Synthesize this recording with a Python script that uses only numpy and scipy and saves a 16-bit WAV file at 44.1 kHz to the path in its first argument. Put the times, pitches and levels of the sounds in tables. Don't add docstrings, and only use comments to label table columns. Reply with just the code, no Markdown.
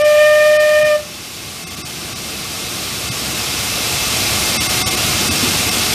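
import sys
import numpy as np
from scipy import signal
from scipy.io import wavfile
from scipy.ndimage import uniform_filter1d, minimum_filter1d

SR = 44100
rng = np.random.default_rng(int(sys.argv[2]) if len(sys.argv) > 2 else 0)


def pcm_store(signal):
    levels = np.round(np.clip(np.atleast_2d(signal), -1, 1) * 32767)
    wavfile.write(sys.argv[1], SR, levels.astype(np.int16).T)


N = 261934

# (time [s], frequency [Hz])
WHISTLE_PITCH = [(0.0, 589.1), (0.026, 600.2), (0.168, 600.2), (0.192, 604.3), (0.87, 606.5), (.91, 602),
                 (.95, 600), (.98, 595)]
# (multiple of pitch, level against the first [dB], unsteadiness [ratio], wobble rate [Hz])
WHISTLE_PARTIALS = [(1, 0, 0.08, 30), (2, -15.5, 0.28, 14), (4, -12.5, 0.29, 40), (5, -20, 1, 64),
                    (6, -29, 0.8, 72), (7, -32, 1, 23), (8, -29, 1.1, 65), (9, -34, 1.3, 46)]
# (frequency [Hz], level per Hz [dB])
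JET_COLOUR = [(240, -88), (400, -75), (603, -5), (681, -26.5), (1650, -26), (1830, -48), (2010, -22),
              (2440, -18), (15200, -33)]
# (delay [s], level [dB])
WHISTLE_ECHOES = [(.0398, -12), (.0746, -20), (.11, -29), (.15, -33), (.21, -38)]
# (frequency [Hz], level per Hz [dB])
STEAM_COLOUR = [(220, 0.5), (380, -10), (450, -1), (738, -2), (944, -8), (1150, -1), (1830, -8),
                (2110, -2.5), (2650, -0.5), (4280, -1), (5480, -2), (13000, -10.5), (15200, -20)]
# (frequency [Hz], width of one filter pass [Hz], level [dB])
# Widths below 50 Hz, or below a 60th of the frequency, are raised to that.
LEAK_RESONANCES = [(742, 34, -1), (1133, 110, -1.5), (1420, 54, -3.5), (2117, 50, 3), (2617, 70, 4),
                   (3510, 42, -3), (3820, 140, -4), (4520, 51, -7), (4816, 92, -0.5), (5447, 157, 0.5),
                   (5970, 102, -2), (8260, 130, -6), (8790, 200, -6.5), (9530, 200, -16)]
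# (centre time [s], depth [dB])
HISS_DIPS = [(0.034, -25), (.585, -27), (.84, -15), (1.655, -25), (1.697, -12), (1.76, -12), (1.835, -38),
             (2.146, -16), (3.103, -18), (3.34, -5), (4.588, -37), (4.683, -18), (4.845, -44), (4.899, -14),
             (4.962, -11), (5.3, -18), (5.705, -13)]
# (delay [s], signed share [ratio])
WALL_RETURNS = [(.00141, -0.011), (.00177, -0.007), (.00252, 0.033), (.0035, -0.03), (.0047, 0.059),
                (.0053, -.1), (.0069, 0.15), (0.0094, 0.12)]
# (frequency [Hz], level per Hz [dB])
CAR_COLOUR = [(12, -52), (20, -16), (32, -35), (70, -3), (107, -3.5), (140, -8.5), (180, -49), (310, -120)]
# (frequency [Hz], level per Hz [dB])
WHEEL_COLOUR = [(76, -27), (130, -4.5), (210, 0.5), (254, -17.5), (301, 5.5), (500, -30.5), (650, -10),
                (1100, -120)]
# (time [s], rms level [dB])
WHEEL_LEVEL = [(0, -41.5), (1.7, -38), (2.6, -40), (4.1, -43.5), (4.6, -43), (5.3, -38), (5.94, -42)]
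# (time [s], peak level [dB], frequency [Hz])
FLOOR_BUMPS = [(.83, -24, 139), (1.47, -32, 131), (1.643, -29, 160), (1.78, -35, 190), (1.84, -28.5, 140),
               (2.13, -32, 100), (3.098, -24.5, 119), (4.4, -34, 100), (4.568, -31.5, 221),
               (4.859, -35, 99), (5.29, -28.5, 248), (5.427, -24, 245)]

BLAST_DB, OPENING_DB, OPENING_S, SAG_DB_PER_S = -9.5, -2, 0.027, 3
SHUT_S, DIE_DB_PER_S, THIRD_LINGERS_S = .961, 900, .022
JET_SHUT_S, JET_DIE_DB_PER_S = .9, 110
FULL_PRESSURE_HZ = 606
THIRD_DB, THIRD_DB_PER_HZ, THIRD_UNSTEADY, THIRD_RATE_HZ = -6.5, 0.9, 0.26, 50
TILT_DB_PER_HZ, JET_DB, JET_DB_PER_HZ = 0.1, -15, 0.03
STEAM_DB, LEAKS_DB = -30.5, -8
DIP_S, DIP_S_PER_DB, TONES_IN_DIPS_DB = 0.018, .0007, -5
CAR_DB, BUMP_T60_S = -42.5, 0.067
TARGET_DB, MOST_GAIN_DB, RELEASE_DB_PER_S, HOLD_S = -8, 13, 4.5, 0.81
CUTOFF_HZ = 15330


def from_db(db):
    return 10 ** (np.asarray(db) / 20)


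def rms_one(x):
    return x / np.sqrt(np.mean(np.abs(x) ** 2) + 1e-20)


def in_time(rows):
    seconds, *columns = np.transpose(rows)
    return [np.interp(np.arange(N) / SR, seconds, column) for column in columns]


def drift(rate):
    step = 20
    r = np.exp(-2 * np.pi * rate * step / SR)
    coarse = rng.standard_normal(N // step + 2002)
    slow = signal.lfilter([1], [1, -2 * r, r * r], coarse)[2000:]
    return np.interp(np.arange(N) / step, np.arange(len(slow)), rms_one(slow))


def banded_noise(colour, patchy_db, rate):
    hz, db = np.transpose(colour)
    lowest, highest = np.log2(max(hz[0], 14)), np.log2(min(hz[-1], 16000))
    edges = 2 ** np.arange(lowest, highest + .34, 1 / 3)
    white = rng.standard_normal((2, N))
    together = drift(11.5)
    out = np.zeros(N)
    for k, (low, high) in enumerate(zip(edges, np.minimum(edges[1:], .45 * SR))):
        band_pass = signal.butter(2, [low, high], "band", fs=SR, output="sos")
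        band = signal.sosfilt(band_pass, white[k % 2])
        level_db = np.interp(np.log(low * high) / 2, np.log(hz), db)
        flicker_db = patchy_db * (.6 * together + drift(rate))
        out += from_db(level_db + flicker_db) * band
    return rms_one(out)


def dips():
    db = np.zeros(N)
    for centre_s, depth_db in HISS_DIPS:
        shape = np.hanning(round((DIP_S - DIP_S_PER_DB * depth_db) * SR))
        start = max(round(centre_s * SR) - len(shape) // 2, 0)
        db[start:start + len(shape)] += depth_db * shape
    return from_db(db)


def whistle_partial(phase, multiple, level_db, unsteady, rate):
    wobble = rms_one(1 + unsteady * (drift(rate) + 1j * drift(rate)))
    sine = np.sin(multiple * phase + np.angle(wobble))
    return np.sqrt(2) * from_db(level_db) * np.abs(wobble) * sine


def whistle():
    t = np.arange(N) / SR
    hz = in_time(WHISTLE_PITCH)[0]
    slack_hz = hz - FULL_PRESSURE_HZ
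    phase = 2 * np.pi * np.cumsum(hz + 0.79 * drift(29)) / SR

    opening_db = OPENING_DB * np.clip(1 - t / OPENING_S, 0, 1)
    open_db = BLAST_DB + opening_db - SAG_DB_PER_S * t
    first_db = open_db - DIE_DB_PER_S * np.clip(t - SHUT_S, 0, None)
    third_db = open_db + THIRD_DB + THIRD_DB_PER_HZ * slack_hz
    third_db -= DIE_DB_PER_S * np.clip(t - SHUT_S - THIRD_LINGERS_S, 0, None)
    jet_db = open_db + JET_DB + JET_DB_PER_HZ * slack_hz
    jet_db -= JET_DIE_DB_PER_S * np.clip(t - JET_SHUT_S, 0, None)

    tone = whistle_partial(phase, 3, third_db, THIRD_UNSTEADY, THIRD_RATE_HZ)
    for multiple, db, unsteady, rate in WHISTLE_PARTIALS:
        tilt_db = TILT_DB_PER_HZ * slack_hz * (multiple - 1)
        tone += whistle_partial(phase, multiple, first_db + db + tilt_db, unsteady, rate)
    jet = from_db(jet_db) * dips() * banded_noise(JET_COLOUR, patchy_db=.5, rate=15)

    out = tone + jet
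    dull = signal.lfilter([.5], [1, -.5], tone)
    for delay_s, db in WHISTLE_ECHOES:
        lag = round(delay_s * SR)
        out[lag:] += from_db(db) * dull[:-lag]
    return out


def leak_tones():
    white = rng.standard_normal(N)
    singing = np.zeros(N)
    for hz, width, db in LEAK_RESONANCES:
        r = np.exp(-np.pi * max(width, hz / 60, 50) / SR)
        gap = [(1 - r * r) / 2, 0, (r * r - 1) / 2, 1, -2 * r * np.cos(2 * np.pi * hz / SR), r * r]
        singing += from_db(db + 1.2 * drift(5)) * signal.sosfilt([gap, gap], white)
    return rms_one(singing)


def steam():
    hiss = banded_noise(STEAM_COLOUR, patchy_db=.4, rate=10)
    left = dips()
    lost_power = 1 - left ** 2
    tone_gain = np.sqrt(from_db(2 * LEAKS_DB) + from_db(2 * TONES_IN_DIPS_DB) * lost_power)
    direct = from_db(STEAM_DB) * (left * hiss + tone_gain * leak_tones())
    out = direct.copy()
    for delay_s, share in WALL_RETURNS:
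        lag = max(round(delay_s * SR), 1)
        out[lag:] += share * direct[:-lag]
    return out


def bumps():
    out = np.zeros(N)
    t = np.arange(SR // 5) / SR
    swell = (1 - np.exp(-t / 0.0052)) * from_db(-60 * t / BUMP_T60_S)
    swell /= swell.max()
    for start_s, db, hz in FLOOR_BUMPS:
        start = round(start_s * SR)
        out[start:start + len(t)] += from_db(db) * swell * np.sin(2 * np.pi * hz * t)
    return out


def rolling():
    car = from_db(CAR_DB) * banded_noise(CAR_COLOUR, patchy_db=.8, rate=8)
    wheel_db = in_time(WHEEL_LEVEL)[0]
    wheels = from_db(wheel_db) * banded_noise(WHEEL_COLOUR, patchy_db=.8, rate=12)
    return car + wheels + bumps()


def scene():
    return np.tile(whistle() + steam() + rolling(), (2, 1))


def record(dry):
    power = uniform_filter1d(dry[0] ** 2, size=2205)
    level_db = 10 * np.log10(power + 1e-12)
    half_hold = round(HOLD_S * SR / 2)
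    held_db = -minimum_filter1d(-level_db, size=2 * half_hold + 1, origin=half_hold)
    climb_db = RELEASE_DB_PER_S * np.arange(N) / SR
    released_db = np.maximum.accumulate(held_db + climb_db) - climb_db
    gain = from_db(np.minimum(MOST_GAIN_DB, TARGET_DB - released_db))
    top_cut = signal.cheby2(20, 60, CUTOFF_HZ, fs=SR, output="sos")
    return signal.sosfilt(top_cut, gain * dry)


dry = scene()
out = record(dry)
pcm_store(out)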